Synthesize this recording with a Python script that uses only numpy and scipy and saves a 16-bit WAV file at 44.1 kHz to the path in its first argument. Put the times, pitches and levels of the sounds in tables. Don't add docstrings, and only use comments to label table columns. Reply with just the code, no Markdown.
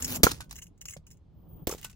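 import sys
import numpy as np
from scipy import signal
from scipy.io import wavfile
from scipy.ndimage import uniform_filter1d

SR = 44100
rng = np.random.default_rng(int(sys.argv[2]) if len(sys.argv) > 2 else 0)


def int16_out(signal):
    q = np.round(np.clip(np.atleast_2d(signal).T, -1, 1) * 32767)
    wavfile.write(sys.argv[1], SR, q.astype(np.int16))


def field_ratio(decibels):
    return 10 ** (np.asarray(decibels, dtype=float) / 20)


N = 85995

# (time [s], level [dB], t60 [s], share of bright splinter [0-1])
CRACKS = [(0.2328, 4.5, 0.066, 0.54), (0.243, -12, 0.04, 0.03), (0.2654, -21, 0.26, 0.22),
          (.311, -29, .04, 0), (0.316, -20, 0.025, 0.23), (.343, -42.5, 0.032, 0.07),
          (0.4062, -32, 0.088, 0.08), (.443, -48.5, 0.052, 0.4), (0.4946, -51, 0.26, 0.27),
          (0.5096, -34, 0.096, 0.07), (0.5265, -32, 0.022, 0.53), (0.967, -44.5, 0.061, 0.12),
          (1.6705, -22.5, 0.03, 0.31), (1.6749, -23.5, 0.082, 0.6), (1.695, -31, 0.15, 0.5),
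          (1.711, -27.5, 0.11, 0.36), (1.7215, -40, 0.13, 1), (1.737, -39.5, .08, 0.35),
          (1.749, -42, 0.134, 0.39), (1.781, -41, 0.15, 0.27), (1.8135, -44, 0.18, 0.4),
          (1.8286, -45.5, 0.065, 0.2), (1.84, -44.5, .08, 0.2), (1.845, -27.5, 0.02, 0.61),
          (1.853, -37.5, 0.095, 0), (1.897, -50, 0.16, 0.05), (1.929, -54, 0.036, 0.05)]
# (frequency [Hz], level [dB])
CAR_COLOUR = [(410, -33.5), (700, -4.5), (2700, -2.5), (6890, -1.5), (15000, -15.5), (16500, -21.5)]
# (frequency [Hz], level [dB])
SPLINTER_COLOUR = [(8000, -14), (12000, -9.5), (15000, -0.5), (16200, -5.5)]
# (time [s], level [dB])
SCRAPE = [
    (0, -42),
    (.07, -44),
    (.085, -34),
    (.13, -33),
    (.172, -32.5),
    (.182, -53.5),
    (.215, -66),
    (.23, -79),
]
# (frequency [Hz], level [dB])
SCRAPE_COLOUR = [(300, -4), (4500, -9), (7000, -6.5), (8300, -8.5), (8900, -19), (9600, -8.5),
                 (14500, -1.5), (16000, -7)]


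def car():
    grit = lumps(3, size=30) * patchy(pair(0.45), 2.2)
    body_rows = [(s, field_ratio(db) * (1 - bright), 0.002, t60) for s, db, t60, bright in CRACKS]
    splinter_rows = [(s, field_ratio(db) * bright, 0.002, t60) for s, db, t60, bright in CRACKS]
    body = coloured(strikes(body_rows, rise_s=0.0015) * grit, CAR_COLOUR)
    splinter = coloured(strikes(splinter_rows, rise_s=0.0015) * grit[:, ::-1], SPLINTER_COLOUR)
    cracks = field_ratio(-9) * panned(-2) * (body + splinter)

    drag = field_ratio(curve(SCRAPE + [(0.24, -110)])) * lumps(2.5, size=90) * patchy(pair(0.5), 2.5)
    scrape = coloured(drag, SCRAPE_COLOUR, skirt_db=4.7)

    hum_hz, hum_width_hz, hum_end_s, hum_fade_s = 245, 4.2, 0.27, 0.024
    fade = np.clip((hum_end_s - np.arange(N) / SR) / hum_fade_s, 0, 1)
    hum = field_ratio(-42.5) * evened(resonate(pair(0.97), hum_hz, hum_width_hz)) * fade
    return cracks + scrape + hum


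# (time [s], level [dB], pitch [Hz], t60 [s])
KNOCKS = [(0.2334, -1, 414.3, 0.011), (.2678, -8.5, 1012, 0.017), (0.2677, -6, 1350, 0.018),
          (.2678, -13.5, 790, 0.018), (.2678, -7.5, 476, 0.014), (0.316, -27, 300, 0.025),
          (0.408, -45, 1510, 0.11), (0.405, -27.5, 1000, 0.005), (.965, -35.5, 550, 0.018),
          (1.674, -13, 437, 0.011), (1.6766, -27, 339, 0.037), (1.6939, -22.5, 390, 0.022),
          (1.7, -32.5, 1126, 0.025), (1.7118, -35, 850, 0.028), (1.725, -26, 435, 0.028),
          (1.7244, -35.5, 1280, 0.03), (1.738, -33, 900, 0.009), (1.748, -26, 403, 0.0098),
          (1.848, -29, 900, 0.0026), (1.849, -52.5, 1493, 0.16), (1.85, -48.5, 2620, 0.071),
          (1.931, -60, 2640, 0.047), (1.6803, -31.5, 708, 0.014), (1.7, -31.5, 500, 0.02),
          (1.671, -26.5, 15260, 0.053)]


def concrete_knocks():
    return damped_swings([row + (0.5,) for row in KNOCKS], soft=0.3)


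def damped_swings(rows, soft):
    out, t = np.zeros((2, N)), np.arange(N) / SR
    for s, db, hz, t60, pan_db in rows:
        u = np.clip(t - s, 0, None)
        sag = 0.07 / hz * (1 - np.exp(-u * hz * 0.23))
        swing = np.sin(2 * np.pi * hz * (u + sag)) * np.minimum(u * hz / soft, 1)
        out -= swing * field_ratio(db - 60 * u / max(t60, 0.005)) * panned(pan_db)
    return out


# (time [s], level [dB], width [s], direction [+1 or -1])
JOLTS = [
    (0.2334, -2.5, 0.0015, 1),
    (0.2426, -0.5, 0.00057, -1),
    (0.317, -23.5, 0.011, -1),
    (1.671, -18.5, 0.00071, 1),
    (1.677, -23, 0.0012, -1),
]


def jolts():
    port_hz, left_share = 75.6, 0.041
    t, push = np.arange(N) / SR, np.zeros(N)
    for s, db, width, direction in JOLTS:
        u = np.clip(t - s, 0, None) / width
        push += direction * field_ratio(db) * u * np.exp(1 - u)
    spring_back = signal.butter(2, port_hz, "high", fs=SR, output="sos")
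    return signal.sosfilt(spring_back, push) * np.array([[left_share], [1]])


# (time [s], level [dB], hold [s], t60 [s])
RATTLES = [(0.0227, -16.5, 0.00081, 0.055), (0.0451, -14.5, 0.0043, 0.048), (0.1464, -25, 0.0091, .04),
           (0.1585, -23.5, 0.0047, 0.045), (0.548, -44, 0.0018, .04), (0.5563, -32.5, 0.0015, 0.066),
           (0.563, -35, 0.0026, 0.068), (0.579, -37, 0.0064, 0.053), (0.5854, -33, 0.0048, 0.046),
           (0.616, -42.5, .002, .05), (0.6204, -33.5, .002, .05), (0.6268, -37, 0.0067, 0.059),
           (0.658, -51, 0.0022, 0.034), (0.667, -46, .004, .06), (0.777, -55, .004, .05),
           (0.8102, -40.5, .002, 0.046), (0.8131, -31.5, 0.0048, 0.045), (.821, -35.5, 0.0044, 0.024),
           (0.8414, -58, .004, .04), (0.855, -27, 0.0038, 0.048), (0.877, -44.5, 0.0028, 0.044),
           (0.8827, -31.5, 0.002, 0.05), (0.8846, -27.5, .002, .05), (.896, -32, 0.0034, 0.055),
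           (.906, -32, 0.0051, 0.065), (.923, -36.5, .005, 0.097), (0.935, -35.5, 0.0031, 0.056),
           (1.0673, -41, .003, 0.071), (1.104, -46, .002, 0.057), (1.111, -42, 0.0077, 0.093),
           (1.17, -60, .004, .06), (1.692, -23, 0.0029, .04), (1.713, -27.5, 0.011, 0.057),
           (1.778, -40.5, 0.0036, 0.062), (1.7954, -43, .002, .04), (1.829, -34, .003, 0.036),
           (1.847, -29.5, 0.0022, 0.07), (1.8968, -43.5, 0.0032, .06), (1.9128, -40.5, 0.002, 0.021)]
# (frequency [Hz], level [dB])
TIN_COLOUR = [(410, -40), (700, -18.5), (2840, -12.5), (4000, -21.5), (4800, -16), (5400, -5), (7010, -0.5),
              (9110, -21), (16000, -7.5)]
# (frequency [Hz], width [Hz], level [dB])
TIN_RINGS = [(2145, 70, -12.5), (2850, 220, -3.5), (4046, 100, -16.5), (5530, 60, -4), (6400, 70, -2.5),
             (6780, 90, -7), (7160, 57, -2), (7930, 70, -3.5), (9470, 44, -13), (10240, 130, -6),
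             (11300, 97, -10), (13850, 130, -15), (14500, 70, -9), (15500, 200, -12)]


def tin():
    rows = [(s, field_ratio(db), hold, t60) for s, db, hold, t60 in RATTLES]
    grit = strikes(rows, rise_s=0.0025) * lumps(2.5, size=30) * patchy(pair(0.75), 3.5)
    rings = np.zeros((2, N))
    for hz, width, db in TIN_RINGS:
        ring = resonate(grit * lumps(7, size=500), hz, width)
        rings += field_ratio(db) * ring / np.sqrt(np.pi * width / SR)
    return field_ratio(-17.5) * panned(0.5) * (coloured(grit, TIN_COLOUR) + field_ratio(-5.5) * rings)


# (time [s], level [dB], pitch [Hz], t60 [s], left over right [dB])
THUMPS = [
    (.005, -36.5, 81, 0.29, 0),
    (.11, -32, 91, .2, 1),
    (.16, -30, 59, 0.085, -1),
    (.322, -30, 79, 0.08, -2.5),
    (.385, -43, 67, .12, -16),
    (.515, -42, 57, 0.18, 5),
    (.89, -48.5, 91, 0.32, -1),
    (.968, -37.5, 150, 0.072, -3),
    (1.21, -47.5, 82, .12, -3),
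    (1.61, -40.5, 90, .12, 0),
]


def ground_thumps():
    return damped_swings(THUMPS, soft=0.54)


# (frequency [Hz], t60 [s])
YARD_T60 = [(1000, 0.12), (15000, 0.13)]


def yard(x):
    taps = np.zeros((2, SR // 2))
    slots = np.arange(100, SR // 2 - 20, 20)
    at = slots + rng.integers(0, 20, (2, len(slots)))
    np.put_along_axis(taps, at, rng.choice([-1.0, 1.0], at.shape), 1)
    hz, t, z = signal.stft(taps, SR, nperseg=256)
    decay = field_ratio(-60 * t / read(YARD_T60, hz)[:, None])
    tail = signal.istft(z * decay, SR, nperseg=256)[1]
    tail = tail / np.linalg.norm(tail[0])
    return field_ratio(-14.5) * signal.fftconvolve(x.mean(0)[None], tail, axes=1)[:, :N]


# (time [s], level [dB])
GUST = [(0, -49), (.17, -45.5), (.21, -41.5), (.228, -89), (.26, -43.5), (.45, -53.5), (.75, -57),
        (1.3, -57), (1.5, -51.5), (1.63, -48), (1.665, -61.5), (1.72, -51), (1.95, -59)]
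# (frequency [Hz], level [dB])
RUMBLE_COLOUR = [(12, -36), (20, -5), (85, 0.5), (130, -6.5), (177, -2), (211, -18), (352, -27.5),
                 (900, -49), (1980, -120)]
# (frequency [Hz], level [dB])
ROAR_COLOUR = [(120, -34.5), (200, 2.5), (1160, -21.5), (2140, -46.5), (3190, -32), (4000, -54.5),
               (5200, -82), (8800, -120)]
# (frequency [Hz], level [dB])
AIR_COLOUR = [(410, -33), (700, -9), (1730, -13.5), (4380, -16), (16000, -42.5)]
# (time [s], level [dB])
WHISTLE = [
    (1.33, -90),
    (1.401, -69.5),
    (1.445, -77),
    (1.519, -58),
    (1.59, -63.5),
    (1.63, -61),
    (1.655, -68.5),
]


def wind():
    gust_db = curve(GUST)
    rumble = field_ratio(gust_db + 1.5) * lumps(2, size=700) * coloured(pair(0.8), RUMBLE_COLOUR)

    calm_db, roar_follow = -55.5, 1.59
    roar_gain = field_ratio(-65.5 + roar_follow * (gust_db - calm_db))
    roar = roar_gain * lumps(1.2, size=400) * coloured(pair(0.43), ROAR_COLOUR, skirt_db=28)

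    air = field_ratio(-84.5) * coloured(pair(0.44), AIR_COLOUR, skirt_db=12)

    whistle_hz = 15000
    tone = resonate(resonate(pair(0.25), whistle_hz, 200), whistle_hz, 140)
    whistle_db = curve([(1.3, -120)] + WHISTLE + [(1.67, -120)]) - 1
    return rumble + roar + air + field_ratio(whistle_db) * evened(tone)


def strikes(rows, rise_s):
    tick_s = 0.002
    power, t = np.zeros(N), np.arange(N) / SR
    for s, gain, hold, t60 in rows:
        u = t - s
        tick = 1 + np.exp(-abs(u - rise_s / 2) / tick_s)
        rise = np.clip(u / rise_s + 0.5, 0, 1)
        decay = field_ratio(-60 * np.clip(u - hold, 0, 1) / t60)
        power += (gain * tick * rise * decay) ** 2
    return np.sqrt(power)


def lumps(depth_db, size):
    drift = uniform_filter1d(uniform_filter1d(rng.standard_normal(N), size), size)
    return evened(field_ratio(depth_db * evened(drift)))


def patchy(x, depth_db):
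    z = signal.stft(x, nperseg=256)[2]
    field = uniform_filter1d(rng.standard_normal(z.shape[1:]), size=2, axis=0)
    field = uniform_filter1d(field, size=7, axis=1)
    gain = evened(field_ratio(depth_db * evened(field)))
    return signal.istft(z * gain, nperseg=256)[1][:, :N]


def pair(same):
    a, b = rng.standard_normal((2, N))
    return np.array([a, same * a + np.sqrt(1 - same ** 2) * b])


def coloured(x, points, skirt_db=30.5):
    hz = abs(np.fft.fftfreq(8192, 1 / SR)) + 1
    below = np.maximum(np.log2(points[0][0] / hz), 0)
    above = np.maximum(np.log2(hz / points[-1][0]), 0)
    gain_db = np.maximum(read(points, hz) - skirt_db * (below + above), -100)
    log_gain = np.log(field_ratio(gain_db))
    minimum_phase = -signal.hilbert(log_gain).imag
    taps = np.fft.ifft(np.exp(log_gain + 1j * minimum_phase)).real[:4096]
    return signal.oaconvolve(x, taps[None] / np.linalg.norm(taps), axes=1)[:, :N]


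def resonate(x, hz, width):
    turn = np.exp(2j * np.pi * hz * np.arange(N) / SR)
    r = np.exp(-np.pi * width / SR)
    return 2 * (turn * signal.lfilter([1 - r], [1, -r], x / turn)).real


def evened(x):
    return x / np.sqrt(np.mean(x ** 2) + 1e-20)


def curve(points):
    return np.interp(np.arange(N) / SR, *np.transpose(points))


def read(points, hz):
    f, value = np.transpose(points)
    return np.interp(np.log(hz + 1), np.log(f + 1), value)


def panned(pan_db):
    return field_ratio(np.array([[0.5], [-0.5]]) * pan_db)


def left_first(x, count):
    return np.array([x[0], np.pad(x[1], (count, 0))[:N]])


def scene():
    toy = car() + concrete_knocks()
    car_moved_s = 1.5
    toy = np.where(np.arange(N) < car_moved_s * SR, left_first(toy, 8), toy)
    near = toy + left_first(tin(), 5)
    return near + jolts() + ground_thumps() + yard(near) + wind()


def low_pass(x):
    return signal.sosfilt(signal.butter(12, 17020, fs=SR, output="sos"), x)


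def record(dry):
    ceiling, edge_hz, above_edge_db = 0.8, 15900, -32
    held = ceiling * np.tanh(dry / ceiling)
    edge = signal.firwin(255, edge_hz, window=("kaiser", 7), fs=SR)
    low = signal.oaconvolve(held, edge[None], "same")
    mix = low + field_ratio(above_edge_db) * (held - low)
    return low_pass(mix)


dry = scene()
out = record(dry)
int16_out(out)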